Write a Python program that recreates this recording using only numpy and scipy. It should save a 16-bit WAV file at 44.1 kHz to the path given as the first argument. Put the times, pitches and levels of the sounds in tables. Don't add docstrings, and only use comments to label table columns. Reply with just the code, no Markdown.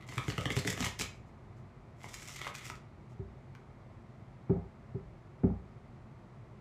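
import sys
import numpy as np
from scipy import signal
from scipy.fft import rfft, irfft
from scipy.io import wavfile

SR = 44100
rng = np.random.default_rng(int(sys.argv[2]) if len(sys.argv) > 2 else 0)


def inscribe(sig):
    pcm = np.round(np.clip(np.atleast_2d(sig).T, -1, 1) * 32767)
    wavfile.write(sys.argv[1], SR, pcm.astype(np.int16))


N = 291456

# frequency_hz [Hz], density_db [dB per Hz]
HUM_SPECTRUM = [(15, -67), (25, -19.5), (37, 4.5), (69, -10.5), (129, 0.5), (169, -11.5), (221, -9.5),
                (289, -20), (349, -14), (469, -22), (666, -20), (2120, -33.5), (3000, -41.5), (7500, -50.5),
                (15500, -69.5)]
# [dB, relative]
ROOM_TAIL = [(100, 0.87, -1), (507, 0.34, 0), (1410, 0.29, 2), (2000, 0.42, -4), (3500, 0.28, 2.5),
             (5900, 0.3, -2), (13700, 0.18, -0.5)]
# frequency_hz [Hz], gain_db [dB]
MIC_RESPONSE = [(900, 0.5), (1250, 2.5), (1600, -2), (2080, 3), (2600, 0), (4100, 0.5), (5200, -1)]
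# pitch_hz [Hz], level_db [dB, relative], t60_s [s], side [sign of the first swing]
TABLE_MODES = [(62.2, -6, 0.54, -1), (92.9, -2.5, 0.34, -1), (130.7, 6, 0.092, 1), (166, -5.5, 0.28, 1),
               (185.8, -4.5, 0.27, -1), (212.7, -12, 0.23, 1), (248.7, -4.5, 0.14, -1),
               (295.2, -6.5, 0.15, 1), (382, -2.5, 0.19, -1), (404, -4, 0.19, 1), (434, -8, 0.11, -1),
               (506.7, -7, 0.096, -1), (554.6, -29.5, 0.16, 1), (655, -14, 0.098, 1),
               (686.6, -15, 0.05, -1), (809, -19.5, 0.12, -1), (901, -23, 0.077, 1)]
# [Hz, centre of the middle modes, set by where the deck lands]
KNOCKS_TABLE = [(3.193, -35.5, -5.5, -1.5, 2.2, 12.7, 130), (4.4954, -16, 0.5, -6, 2, 3.4, 169),
                (4.946, -32, 0, 1, 6.3, 9.5, 135), (5.4348, -17.5, 0.5, 3, 11.9, 2, 222)]
# start_s [s], level_db [dB]
FINGER_BRUSHES = [(1.14, -77), (1.255, -80.5), (1.56, -80), (3.09, -78)]
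# [dB, hollow tone against the rasp]
CARD_STROKES = [(.0, 0.0023, 0.045, -82, 14), (0.058, 0.028, 0.11, -59, -3.5), (0.178, 0.042, 0.69, -66, 3),
                (0.779, 0.027, 0.071, -53.5, 2), (0.987, 0.0059, 0.013, -45, -25),
                (1.948, 0.085, 0.14, -63.5, -4), (2.08, 0.0089, 0.24, -59.5, -12.5),
                (2.256, 0.023, 0.13, -56, -10.5), (2.344, 0.064, 0.13, -65, 11.5),
                (2.462, 0.016, 0.04, -66, 9), (2.549, 0.011, 0.099, -63, 3),
                (2.622, 0.04, 0.082, -54, -12.5)]
# frequency_hz [Hz], density_db [dB per Hz]
RASP_SPECTRUM = [(1470, -13), (2100, -1.5), (2700, -4), (3400, -4.5), (4430, -8), (4970, -1), (7340, 0),
                 (8880, -8), (12000, -13), (13000, -14), (15500, -18)]
# [dB, relative]
SNAP_MODES = [(1995, 237, 0), (3020, 270, -4), (3290, 480, -6.5)]
# [dB, relative]
POP_MODES = [(684, 810, -3.5), (1024, 250, 2.5), (1352, 300, -1)]
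# start_s [s], level_db [dB, relative], bright_db [dB, crack against pop],
# thump_db [dB, table thump, relative], tuning_st [semitones, shift of the card and air resonances]
CARD_SLAPS = [(0.0885, -38, -2, -4, 6.5), (0.1228, -39, -4, -8, -1), (0.1714, -38.5, -1, 3, 2),
              (0.18, -23.5, -5.5, -16, 1.5), (0.2385, -38, 10, -5, 11.5), (0.2813, -27.5, 3, -2.5, 0.3),
              (0.3008, -29, -8, -18, 5), (0.3198, -36, 2, -3, 3.5), (0.3799, -26, -9, -3, -1.5),
              (0.41, -32.5, 8, -10.5, 1.3), (0.4563, -23.5, -4.5, -7.5, -1.3), (0.504, -24.5, 0, -8, 1.8),
              (0.522, -41, 32, -6, 16), (0.5657, -21.5, 10.5, -6, -0.4), (0.5741, -29, 1, -12, 3.5),
              (0.589, -28, 13, -12, 5.5), (0.649, -30, -8, -2.5, 1.5), (0.676, -18, 10, -14, 0.5),
              (0.702, -34, 37, -6, -3.5), (0.7277, -30.5, 1, -7, -1.5), (0.776, -27, -4, -10.5, -2.5),
              (0.8043, -25.5, 4, -5, -1), (0.8259, -24.5, -4.5, -14.5, 3.5), (0.8567, -19.5, 5, -21, -1.5),
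              (0.865, -23, 6, -13.5, 7.5), (0.997, -31, 20, -4, -2.5), (1.007, -42.5, 33, -39, 11),
              (1.0115, -24, 1, -17.5, 3.5), (1.0199, -32.5, 10, -10.5, 7.5), (2.0418, -35.5, -11, -8, -3.5),
              (2.141, -33.5, 18, -26, -1.5), (2.2235, -40.5, 7, -33, -3), (2.2921, -40.5, -2, -28, -6.5),
              (2.398, -42, 1, -24, 2), (2.4148, -35.5, 4, -16, 0.2), (2.446, -41, 0, -17, 6),
              (2.4683, -35, -22.5, -31, 2), (2.4766, -39, -21, -33, -0.5), (2.55, -31.5, 14.5, -35, 4),
              (2.665, -37.5, -9, -13, -1), (2.7, -29.5, -12, -20, -1), (2.7541, -41, 3, -23, 7),
              (3.551, -49, -20, -25, 2)]

HUM_DB = -51.5
ECHO_S, ECHO_DB, WALL_LOW_HZ, WALL_HIGH_HZ = 0.0074, -6, 2160, 8500
TAIL_DB = -6.5
MIC_LOW_HZ, TOP_STOP_HZ = 52.5, 15910
DEEP_HZ, WOODY_HZ = 72.6, 393
LANDING_S = 0.002
BOUNCE_S, BOUNCE_DB, BOUNCE_HARDNESS_DB, BOUNCE_WOODY_DB = 0.066, -11.5, 1.5, -33
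BOUNCE_FOLLOWS = 0.64
BRUSH_RISE_S, BRUSH_S = 0.0067, 0.04
STROKE_FALL_S = 0.0077
FLICKS_PER_S, FLICK_DB, RUB_DB = 380, -17, -3
POP_TONE_DB = -3
SLAP_RASP_DB, SLAP_RASP_FALL_S = -26.5, 0.014
FADE_IN_S = 0.0065
SNAP_DRIVE_DB, POP_DRIVE_DB, CRACK_DB, THUMP_DB = 26, 22.5, -23, -5
SNAP_MS, POP_MS, RAGGED = 1.4, 1.6, 0.4
CRACK_MS, CRACK_RAGGED = 2.5, 1.6
SNAP_SOFT_HZ = 4260
DETUNE_ST = 0.5
TINY = 1e-18


def from_db(db):
    return 10 ** (np.asarray(db) / 20)


def rms_one(x):
    return x / np.sqrt(np.mean(x ** 2) + 1e-20)


def at_hz(points, hz):
    points = np.array(points)
    return np.interp(np.log(np.maximum(hz, 1)), np.log(points[:, 0]), points[:, 1])


def butter(x, order, hz, kind="low"):
    return signal.sosfilt(signal.butter(order, hz, kind, fs=SR, output="sos"), x)


def colour(x, spectrum):
    gain = from_db(at_hz(spectrum, np.fft.rfftfreq(N, 1 / SR)))
    return irfft(rfft(x) * rms_one(gain), N)


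def hollow(x, modes):
    out = 0
    for k, (hz, width, db) in enumerate(modes):
        r = np.exp(-np.pi * width / SR)
        b = (1 - r * r) / 2 * np.array([1, 0, -1])
        a = [1, -2 * r * np.cos(2 * np.pi * hz / SR), r ** 2]
        out = out + (-1) ** k * from_db(db) * signal.lfilter(b, a, x + TINY)
    return out


def grains(per_s, spread_db):
    excess = np.minimum(rng.exponential(1, N), 4)
    slips = rng.random(N) < per_s / SR
    return rms_one(from_db(spread_db * excess) * rng.standard_normal(N) * slips)


def bursts(times, dbs, decay_ms, ragged):
    clicks = np.zeros(N)
    clicks[np.round(times * SR).astype(int)] = from_db(dbs)
    fall = np.exp(-1000 / (decay_ms * SR))
    trail = signal.lfilter([1], [1, -fall], clicks + TINY) * rng.standard_normal(N)
    return clicks + ragged * trail


def room_hum():
    return from_db(HUM_DB) * rms_one(colour(rng.standard_normal(N), HUM_SPECTRUM))


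def room(x):
    t = np.arange(SR // 2) / SR
    edges = 60 * 2.0 ** np.arange(0, 8.5, 0.5)
    levels = np.array(ROOM_TAIL)[:, ::2]
    tail = 0
    for low, high in zip(edges, edges[1:]):
        band = butter(rng.standard_normal(len(t)), 2, [low, high], "band")
        hz = np.sqrt(low * high)
        tail = tail + band * from_db(at_hz(levels, hz) - 60 * t / at_hz(ROOM_TAIL, hz))
    tail = tail * np.clip((t - 0.003) / 0.013, 0, 1)
    wall = from_db(ECHO_DB) * (np.arange(len(t)) == round(ECHO_S * SR)) + TINY
    response = from_db(TAIL_DB) * tail / np.sqrt(np.sum(tail ** 2))
    response += butter(wall, 2, [WALL_LOW_HZ, WALL_HIGH_HZ], "band")
    return x + signal.fftconvolve(x, response)[:N]


def table(times, dbs, hardness_db, deep_db, middle_db, woody_db, middle_hz, contact_hz, scatter_db):
    out = np.zeros(N)
    chance = rng.normal(0, 1, (len(times), len(TABLE_MODES)))
    late = rng.random(chance.shape) * LANDING_S
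    for k, (hz, db, t60, side) in enumerate(TABLE_MODES):
        place_db = middle_db * np.exp(-(np.log2(hz / middle_hz) / 0.35) ** 2)
        place_db = place_db + woody_db * np.exp(-(np.log2(hz / WOODY_HZ) / 0.12) ** 2)
        place_db = place_db + deep_db * np.exp(-(np.log2(hz / DEEP_HZ) / 0.5) ** 2)
        blow_db = dbs + hardness_db * np.log2(hz / 200) + scatter_db * chance[:, k]
        at = np.round((times + late[:, k] * (hz > WOODY_HZ * 1.2)) * SR).astype(int)
        clicks = np.zeros(N) + TINY
        clicks[at] = np.sign(side) * from_db(db + place_db + blow_db)
        r = from_db(-60 / (t60 * SR))
        w = 2 * np.pi * hz / SR
        out += signal.lfilter([0, np.sin(w)], [1, -2 * r * np.cos(w), r * r], clicks)
    return butter(out, 3, contact_hz)


def swells(starts, rises, lengths, dbs):
    t, out = np.arange(N) / SR, 0
    for start, rise, length, db in np.broadcast(starts, rises, lengths, dbs):
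        up = np.clip((t - start) / rise, 0, 1) ** 2
        down = np.exp(-np.maximum(t - start - length, 0) / STROKE_FALL_S)
        out = out + from_db(db) * up * down
    return out


def finger_brushes():
    s, db = np.transpose(FINGER_BRUSHES)
    return swells(s, BRUSH_RISE_S, BRUSH_S, db) * colour(rng.standard_normal(N), RASP_SPECTRUM)


def slap_rasps():
    s, db, bright_db, *_ = np.transpose(CARD_SLAPS)
    starts = np.zeros(N) + TINY
    starts[np.round(s * SR).astype(int)] = from_db(db + bright_db / 2 + SLAP_RASP_DB)
    after = signal.lfilter([1], [1, -np.exp(-1 / (SLAP_RASP_FALL_S * SR))], starts)
    ahead = signal.lfilter([0, 1], [1, -np.exp(-1 / (FADE_IN_S * SR))], starts[::-1])[::-1]
    return after + ahead


def slides():
    slow_noise = butter(rng.standard_normal(N), 2, 60)
    surge = from_db(2.2 * rms_one(slow_noise))
    flicks = grains(per_s=FLICKS_PER_S, spread_db=2.0)
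    rasp = colour(grains(per_s=9900, spread_db=6.0) + from_db(FLICK_DB) * flicks, RASP_SPECTRUM)
    rub = from_db(RUB_DB) * rng.standard_normal(N) + flicks
    tone = rms_one(hollow(rub, SNAP_MODES)) + from_db(POP_TONE_DB) * rms_one(hollow(rub, POP_MODES))
    *shape, rasp_db, tone_db = np.transpose(CARD_STROKES)
    rasping = (swells(*shape, rasp_db) + slap_rasps()) * rasp
    ringing = swells(*shape, rasp_db + tone_db) * tone
    return surge * (rasping + ringing)


def knocks():
    bounces = np.add(KNOCKS_TABLE, [BOUNCE_S, BOUNCE_DB, BOUNCE_HARDNESS_DB, 0, 0, BOUNCE_WOODY_DB, 0])
    bounces[:, 1] += BOUNCE_FOLLOWS * (bounces[:, 1] - bounces[:, 1].max())
    s, db, *landing = np.transpose(np.vstack([KNOCKS_TABLE, bounces]))
    tick = butter(bursts(s, db - 20, decay_ms=13, ragged=0.83), 4, 2200)
    ticks = from_db(-16.0) * hollow(tick, SNAP_MODES) + hollow(tick, POP_MODES)
    wood = table(s, db - 9.0, *landing, contact_hz=1140, scatter_db=1.0)
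    return ticks, wood


def struck(times, dbs, tunings, modes, decay_ms, ragged, scatter_db):
    t, out = np.arange(SR // 20) / SR, np.zeros(N + SR)
    chance = rng.normal(0, 1, (len(times), 2, len(modes)))
    for s, db, tuning, (loud, stray) in zip(times, dbs, tunings, chance):
        own = []
        for (hz, width, level), a, b in zip(modes, loud, stray):
            own.append((hz * 2 ** ((tuning + DETUNE_ST * b) / 12), width, level + scatter_db * a))
        burst = (t == 0) + ragged * rng.standard_normal(len(t)) * np.exp(-t * 1000 / decay_ms)
        burst = burst / np.sqrt(np.sum(burst ** 2))
        at = round(s * SR)
        out[at:at + len(t)] += from_db(db) * hollow(burst, own)
    return out[:N]


def slaps():
    s, db, bright_db, thump_db, tuning = np.transpose(CARD_SLAPS)
    snap = struck(s, db + SNAP_DRIVE_DB, tuning, SNAP_MODES,
                  decay_ms=SNAP_MS, ragged=RAGGED, scatter_db=2.0)
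    snap = butter(snap, 2, SNAP_SOFT_HZ)
    pop = struck(s, db + POP_DRIVE_DB - bright_db / 2, tuning, POP_MODES,
                 decay_ms=POP_MS, ragged=RAGGED, scatter_db=2.0)
    spray = bursts(s, db + CRACK_DB + bright_db / 2, decay_ms=CRACK_MS, ragged=CRACK_RAGGED)
    crack = colour(spray, RASP_SPECTRUM)
    thump = table(s, db + thump_db + THUMP_DB, hardness_db=2.5, deep_db=-2.3, middle_db=-6.5,
                  woody_db=-13, middle_hz=201, contact_hz=674, scatter_db=4.5)
    return snap + pop + crack, thump


def scene():
    cards, thumps = slaps()
    ticks, blows = knocks()
    wood = thumps + blows
    airborne_wood = from_db(1) * butter(wood, 4, 560, "high")
    in_room = room(cards + ticks + slides() + finger_brushes() + airborne_wood)
    return (in_room + wood + room_hum())[None]


def record(dry):
    gain = from_db(at_hz(MIC_RESPONSE, np.fft.rfftfreq(N, 1 / SR)))
    coloured = irfft(rfft(dry) * gain, N)
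    bass_cut = butter(coloured, 4, MIC_LOW_HZ, "high")
    return signal.sosfilt(signal.cheby2(16, 60, TOP_STOP_HZ, fs=SR, output="sos"), bass_cut)


dry = scene()
out = record(dry)
inscribe(out)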